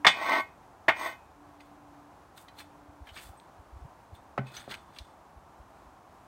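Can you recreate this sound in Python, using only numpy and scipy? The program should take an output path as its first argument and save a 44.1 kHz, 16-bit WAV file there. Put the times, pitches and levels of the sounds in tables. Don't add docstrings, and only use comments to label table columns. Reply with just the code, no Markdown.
import sys
import numpy as np
from scipy import signal
from scipy.fft import rfft, irfft
from scipy.io import wavfile

SR = 44100
rng = np.random.default_rng(int(sys.argv[2]) if len(sys.argv) > 2 else 0)


def persist_wave(psi):
    counts = np.round(np.clip(psi, -1, 1) * 32767).astype(np.int16)
    wavfile.write(sys.argv[1], SR, np.atleast_2d(counts).T)


N = 276507
TIME = np.arange(N) / SR
HIT_TIME = TIME[:SR * 6 // 10]


def clanks(rake, floor_db=-16, boost_db=4, boost_width_hz=50):
    # t/s, level/dB, treble limit/Hz, ring level/dB, clatter fade/s, landing time/s,
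    # boosted note/Hz
    landings = [(0.0458, -17, 2400, -1.5, 0.034, 0.0095, 2156),
                (0.066, -13, 8500, 2.5, 0.099, 0.0051, 3484), (0.881, -15, 2570, -4.5, 0.078, 0.0095, 2401),
                (4.377, -30.5, 2630, -15.5, .05, 0.0052, 2401)]
    # f/Hz, level/dB
    clatter_tone = [(60, -23), (150, -19.5), (300, -9), (480, -13), (650, -1), (1200, -1.5), (2100, -3.5),
                    (3300, -8.5), (5000, -13), (7000, -20), (10000, -28), (16000, -29.5)]
    out = np.zeros(N)
    for s, db, bright_hz, ring_db, t60, landing_s, note_hz in landings:
        contact = lambda hz: 1 / np.sqrt(1 + (hz / bright_hz) ** 10) + amp(floor_db)
        colour = lambda hz: contact(hz) * amp(boost_db * np.exp(-((hz - note_hz) / boost_width_hz) ** 2))
        softened = [(hz, level + 20 * np.log10(contact(hz))) for hz, level in clatter_tone]
        clatter = shaped(rng.standard_normal(len(HIT_TIME)), softened)
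        settling = np.minimum(1, fade(t60) * amp(60 * landing_s / t60))
        sound = clatter * settling + amp(ring_db) * ring(rake, colour)
        onset = 1 - np.exp(-(HIT_TIME / (0.23 * landing_s)) ** 2)
        add(out, s, amp(db) * sound * onset)
    return out


def drags(rake, rasp_db=-4, steel_db=-3, hiss_db=-7, soft_hz=1800, zing_hz=10000):
    # touch/s, hardest moment/s, lift/s, relative rasp/dB, relative hiss/dB, easing/(dB per s)
    strokes = [(0.124, 0.32, 0.41, -23.5, -49.5, 61), (0.96, 1.065, 1.16, -31.5, -47.5, 262.5)]
    # f/Hz, level/dB
    rasp_tone = [(60, -37.5), (150, -24.5), (290, -4.5), (450, -11.5), (630, -3.5), (1100, 2), (1400, -20),
                 (1900, -0.5), (2450, -22.5), (3400, -16.5), (5000, -24.5), (6500, -37), (7400, -66),
                 (16000, -53)]
    # f/Hz, level/dB
    grit_tone = [(2500, -11), (4500, 2), (6500, 19), (7500, -26), (8500, 6.5), (10500, -18.5),
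                 (15500, -0.5)]
    judder = amp(2.2 * noise([(0, -20), (25, 0), (70, 0), (300, -40), (2000, -120)]))
    plucks = unit(judder * grains(per_s=2300, spread_db=0.5))
    grit = unit(judder * grains(per_s=2400, spread_db=0))
    pressure, hiss_level = np.zeros(N), np.zeros(N)
    for touch, hardest, lift, db, grit_db, easing in strokes:
        contact, lean_db = pull(touch, hardest, lift, easing)
        pressure += contact * amp(db + lean_db)
        contact, lean_db = pull(touch, hardest, lift, easing, lead_s=0.0098)
        hiss_level += contact * amp(grit_db + 0.85 * lean_db)
    steel = excite(plucks * pressure, ring(rake, lambda hz: 1 / (1 + (hz / soft_hz) ** 4) + 0.042))
    zing = excite(grit * hiss_level, ring(rake, lambda hz: 1 / (1 + (zing_hz / hz) ** 2.53)))
    rasp = amp(rasp_db) * pressure * shaped(plucks, rasp_tone)
    hiss = amp(hiss_db) * hiss_level * shaped(grit, grit_tone)
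    return rasp + hiss + amp(steel_db) * steel + zing


def pull(touch, hardest, lift, easing, lead_s=0, bite_s=0.04, lift_s=0.00815, lean_db_per_s=90):
    t = TIME + lead_s - hardest
    contact = np.clip(np.minimum((TIME - touch) / bite_s, (lift - TIME) / lift_s) + 0.5, 0, 1)
    building_db = np.maximum(lean_db_per_s * t, -16)
    return contact, np.where(t < 0, building_db, -easing * t)


def chips(rake, rustle_db=-4, crumbs_db=-3, tines_db=-7):
    # peak/s, relative rustle/dB, relative crumbs/dB, build-up/s, settling/s
    shoves = [(1.605, -55, -82, 0.0068, 0.0077), (1.66, -67, -71, 0.016, 0.025),
              (2.378, -51, -52, .009, .012), (2.415, -69, -54.5, .012, 0.027),
              (2.599, -47.5, -51.5, 0.017, 0.021), (3.08, -56, -68, 0.018, 0.015),
              (3.172, -45.5, -62, 0.023, 0.02), (3.24, -56, -50, 0.046, 0.048),
              (3.41, -74, -81, 0.022, 0.056), (4.154, -56, -60, .009, .01),
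              (4.468, -55.5, -72, 0.0068, 0.039), (4.568, -44, -53, 0.033, 0.06),
              (4.71, -36.5, -51, 0.008, 0.023), (4.975, -54.5, -66, 0.038, 0.066)]
    # f/Hz, level/dB
    bark_tone = [(250, 17.5), (700, 12), (1600, 11.5), (2700, 1.5), (4200, 8.5), (6000, -47), (9000, -24),
                 (16000, -34)]
    # f/Hz, level/dB
    crumb_tone = [(2000, -18), (4300, -3), (5300, -7), (8500, 1), (10500, -3), (13000, -4), (15800, -3)]
    rustle = np.zeros(N)
    for hz in np.geomspace(1200, 8000, num=10):
        chip = np.sin(2 * np.pi * hz * HIT_TIME) * fade(22 / hz)
        rustle += np.sqrt(hz) * excite(grains(per_s=200, spread_db=1), chip)
    stirring = sum(amp(db) * shove(s, build, settle) for s, db, _, build, settle in shoves)
    trickle = sum(amp(db) * shove(s, build, 0.84 * settle) for s, _, db, build, settle in shoves)
    taps = stirring * grains(per_s=700, spread_db=9.5)
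    tines = excite(taps, ring(rake, lambda hz: hz ** 2 / (1 + (hz / 9500) ** 6)))
    crumbs = trickle * shaped(grains(per_s=4500, spread_db=5), crumb_tone)
    bark = stirring * shaped(rustle, bark_tone)
    return amp(rustle_db) * bark + amp(crumbs_db) * crumbs + amp(tines_db) * tines


def shove(s, build, settle):
    distance = np.maximum((s - TIME) / build, (TIME - s) / settle)
    return np.exp(-np.minimum(distance, 20))


def snaps(notes=7, chip_fade_s=0.095, dry_crack_s=0.034):
    # t/s, level/dB, f/Hz, splinter fade/s
    breaks = [(1.605, -56.5, 2470, 0.045), (2.378, -55, 3500, 0.039), (2.483, -49.5, 3230, 0.038),
              (2.587, -51.5, 3850, 0.1), (2.603, -49, 2184, 0.05), (3.07, -47.5, 1920, 0.039),
              (3.089, -50.5, 2760, 0.082), (3.163, -46.5, 1750, 0.16), (3.176, -48.5, 2660, 0.25),
              (3.3992, -50.5, 3690, 0.015), (4.566, -41.5, 3746, 0.08), (4.709, -48, 3810, 0.039),
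              (4.719, -35.5, 1556, 0.038), (4.741, -33, 2600, 0.023), (4.75, -35, 2950, 0.013),
              (4.963, -51, 2920, 0.048), (4.986, -36.5, 4100, 0.026)]
    out = np.zeros(N)
    for s, db, hz, t60 in breaks:
        tone = [(hz / 12, -25), (hz / 2, -8), (hz, 0), (hz * 1.22, -10), (hz * 4, -29)]
        splinters = shaped(rng.standard_normal(len(HIT_TIME)), tone) * fade(t60)
        octaves = (np.arange(notes) + rng.random(notes)) / notes * 2 - 1
        chip = body(np.c_[hz * 2 ** octaves, 4 * rng.standard_normal(notes), np.full(notes, chip_fade_s)])
        clink = ring(chip, lambda f: 1 / (1 + (3 * np.log(f / hz)) ** 2))
        clink /= 1 + (dry_crack_s / t60) ** 6
        add(out, s, amp(db) * (splinters + clink) * rise(0.0004))
    return out


def board():
    # f/Hz, level/dB, fade/s
    plank_modes = [(131.4, 0, 0.28), (203, 0, 0.086), (269, -6, 0.12), (397, -1.5, 0.076),
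                   (549, 3.5, 0.055), (722, -4, 0.078), (796, 6, 0.038), (1220, -20, 0.11),
                   (1296, 2.5, 0.041), (1516, -12.5, 0.14)]
    # t/s, level/dB, favoured pitch/Hz
    bumps = [(4.378, -22.5, 1210), (4.391, -29.5, 144), (4.677, -38, 450)]
    plank, out = body(plank_modes), np.zeros(N)
    for s, db, pitch_hz in bumps:
        boom = ring(plank, lambda hz: 1 / (1 + np.log(hz / pitch_hz) ** 2))
        add(out, s, amp(db) * boom * rise(0.00045))
    return out


def flicks(rake, focus=12):
    # t/s, level/dB, favoured pitch/Hz
    slips = [(0.407, -55, 2530), (3.371, -62.5, 8700), (4.149, -58.5, 3520), (4.4656, -53.5, 2600)]
    out = np.zeros(N)
    for s, db, pitch_hz in slips:
        ping = ring(rake, lambda hz: 1 / (1 + (focus * np.log(hz / pitch_hz)) ** 4))
        add(out, s, amp(db) * ping * rise(0.0008))
    return out


def steps(length_cycles=2.08):
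    # middle/s, level/dB, f/Hz
    thumps = [(2.892, -45, 80.4), (3.021, -39, 65.4), (3.123, -47, 70), (3.264, -45.5, 59.7),
              (3.3, -42.5, 72), (3.598, -44, 75), (3.735, -41, 55.3), (3.766, -39, 75.7), (3.826, -38, 60),
              (3.854, -38, 125), (4.132, -39, 82.6), (5.013, -39, 62), (5.372, -44, 60.8),
              (5.606, -44, 62.8), (5.871, -51.5, 54.6)]
    out = np.zeros(N)
    for s, db, hz in thumps:
        cycles = hz * (TIME - s)
        out += amp(db) * np.cos(2 * np.pi * cycles) * np.exp(-(3 * cycles / length_cycles) ** 2)
    return out


def yard_echo(x, echo_db=-17, t60=0.3, delay_s=0.008):
    tail = shaped(rng.standard_normal(len(HIT_TIME)), [(100, 0.5), (2500, -11), (14000, -9)])
    tail = tail * fade(t60) * (HIT_TIME > delay_s)
    return x + amp(echo_db) * excite(x, tail)


def traffic_and_hum(traffic_db=-55.5, hum_hz=291.6, waver=0.0029, ramp_s=0.063):
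    # f/Hz, level/dB
    traffic_tone = [(24, -26.5), (42, -14), (66, -9.5), (120, -12.5), (220, -16), (330, -13.5), (470, -19),
                    (760, -10), (1050, -13), (2000, -28.5), (3200, -35), (4800, -38.5), (6400, -38.5),
                    (16000, -48)]
    # start/s, end/s, level/dB
    spells = [(-.2, 0.123, -50), (1.319, 2.144, -56.5), (2.526, 3.072, -58.5)]
    drift = [(0, 0), (4, 0), (30, -40), (200, -120)]
    out = amp(traffic_db + 0.5 * noise(drift)) * noise(traffic_tone)
    pitch_hz = hum_hz * (1 + waver * noise(drift))
    hum = np.sin(2 * np.pi * np.cumsum(pitch_hz) / SR)
    for start, end, db in spells:
        out += amp(db) * hum * np.clip(np.minimum(TIME - start, end - TIME) / ramp_s, 0, 1)
    return out


def body(modes, damping=1):
    hz, db, t60 = np.transpose(modes)
    levels = amp(db)[:, None] * fade(t60[:, None] / damping)
    return hz, levels * np.exp(2j * np.pi * hz[:, None] * HIT_TIME)


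def ring(thing, colour):
    hz, waves = thing
    push = colour(hz) * np.exp(2j * np.pi * rng.random(len(hz)))
    return np.sqrt(2) * (push @ waves).real / np.linalg.norm(push * waves[:, 0])


def excite(force, response):
    return signal.oaconvolve(force, response / np.linalg.norm(response))[:N]


def grains(per_s, spread_db):
    chance, size = rng.random(N), rng.laplace(size=N)
    at, clicks = chance < per_s / SR, np.zeros(N)
    clicks[at] = np.sign(size[at]) * amp(spread_db * np.minimum(abs(size[at]), 3))
    return unit(clicks)


def shaped(x, tone):
    hz, db = np.transpose(tone)
    f = np.fft.rfftfreq(len(x), 1 / SR)
    gain = amp(np.interp(np.log(f + 1), np.log(hz + 1), db))
    return unit(irfft(rfft(x) * gain, len(x)))


def noise(tone):
    return shaped(rng.standard_normal(N), tone)


def rise(s):
    return 1 - np.exp(-HIT_TIME / s)


def fade(t60):
    return amp(-60 * HIT_TIME / t60)


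def amp(db):
    return 10 ** (np.asarray(db) / 20)


def unit(x):
    return x / np.sqrt(np.mean(x ** 2) + 1e-20)


def add(mix, s, sound):
    part = mix[max(round(s * SR), 0):][:len(sound)]
    part += sound[:len(part)]


def scene():
    # f/Hz, level/dB, fade/s
    head_modes = [(630, -12, .1), (738, -12, .12), (908, -13, .14), (996, -12, .11), (1128, -2.5, .125),
                  (1299, -6, .09), (1527, -7, .19), (1834, -4, .15), (1876, -2.5, .18), (1949, -6, .16),
                  (2090, 1, .14), (2157, 0, .2), (2321, -6, .14), (2401, -17, .62), (2530, -16, .55),
                  (2589, -12, .2), (2960, -12, .22), (3021, -7, .18), (3239, -4, .16), (3486, 2.5, .11),
                  (3653, -2, .13)]
    # f/Hz, level/dB, fade/s
    tine_modes = [(4075, -14, .12), (4250, -19, .12), (4475, -10, .11), (4624, -15, .12), (4810, -14, .14),
                  (4904, -14, .11), (5098, -18, .12), (5400, -21, .12), (5815, -19, .14), (6350, -23, .12),
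                  (6578, -18, .15), (6907, -28, .22), (7720, -27, .14), (8060, -22, .2), (8420, -17, .17),
                  (9098, -28, .15), (9561, -26, .17), (10100, -32, .14), (11483, -30, .14),
                  (12484, -30, .17), (13100, -34, .14), (13571, -28, .19), (14185, -26, .17),
                  (14713, -30, .14), (15601, -29, .12)]
    free = body(head_modes + tine_modes)
    pressed = body(head_modes + tine_modes, damping=1.4)
    work = clanks(free) + board() + drags(pressed) + chips(pressed) + snaps() + flicks(free)
    return (yard_echo(work) + steps() + traffic_and_hum())[None]


def record(dry, low_cut_hz=36, high_cut_hz=15900):
    bass_cut = signal.butter(3, low_cut_hz, "high", fs=SR, output="sos")
    treble_cut = signal.firwin(511, high_cut_hz, window=("kaiser", 9), fs=SR)
    clipped = np.clip(signal.sosfilt(bass_cut, dry), -1, 1)
    return signal.oaconvolve(clipped, treble_cut[None], "same")


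dry = scene()
out = record(dry)
persist_wave(out)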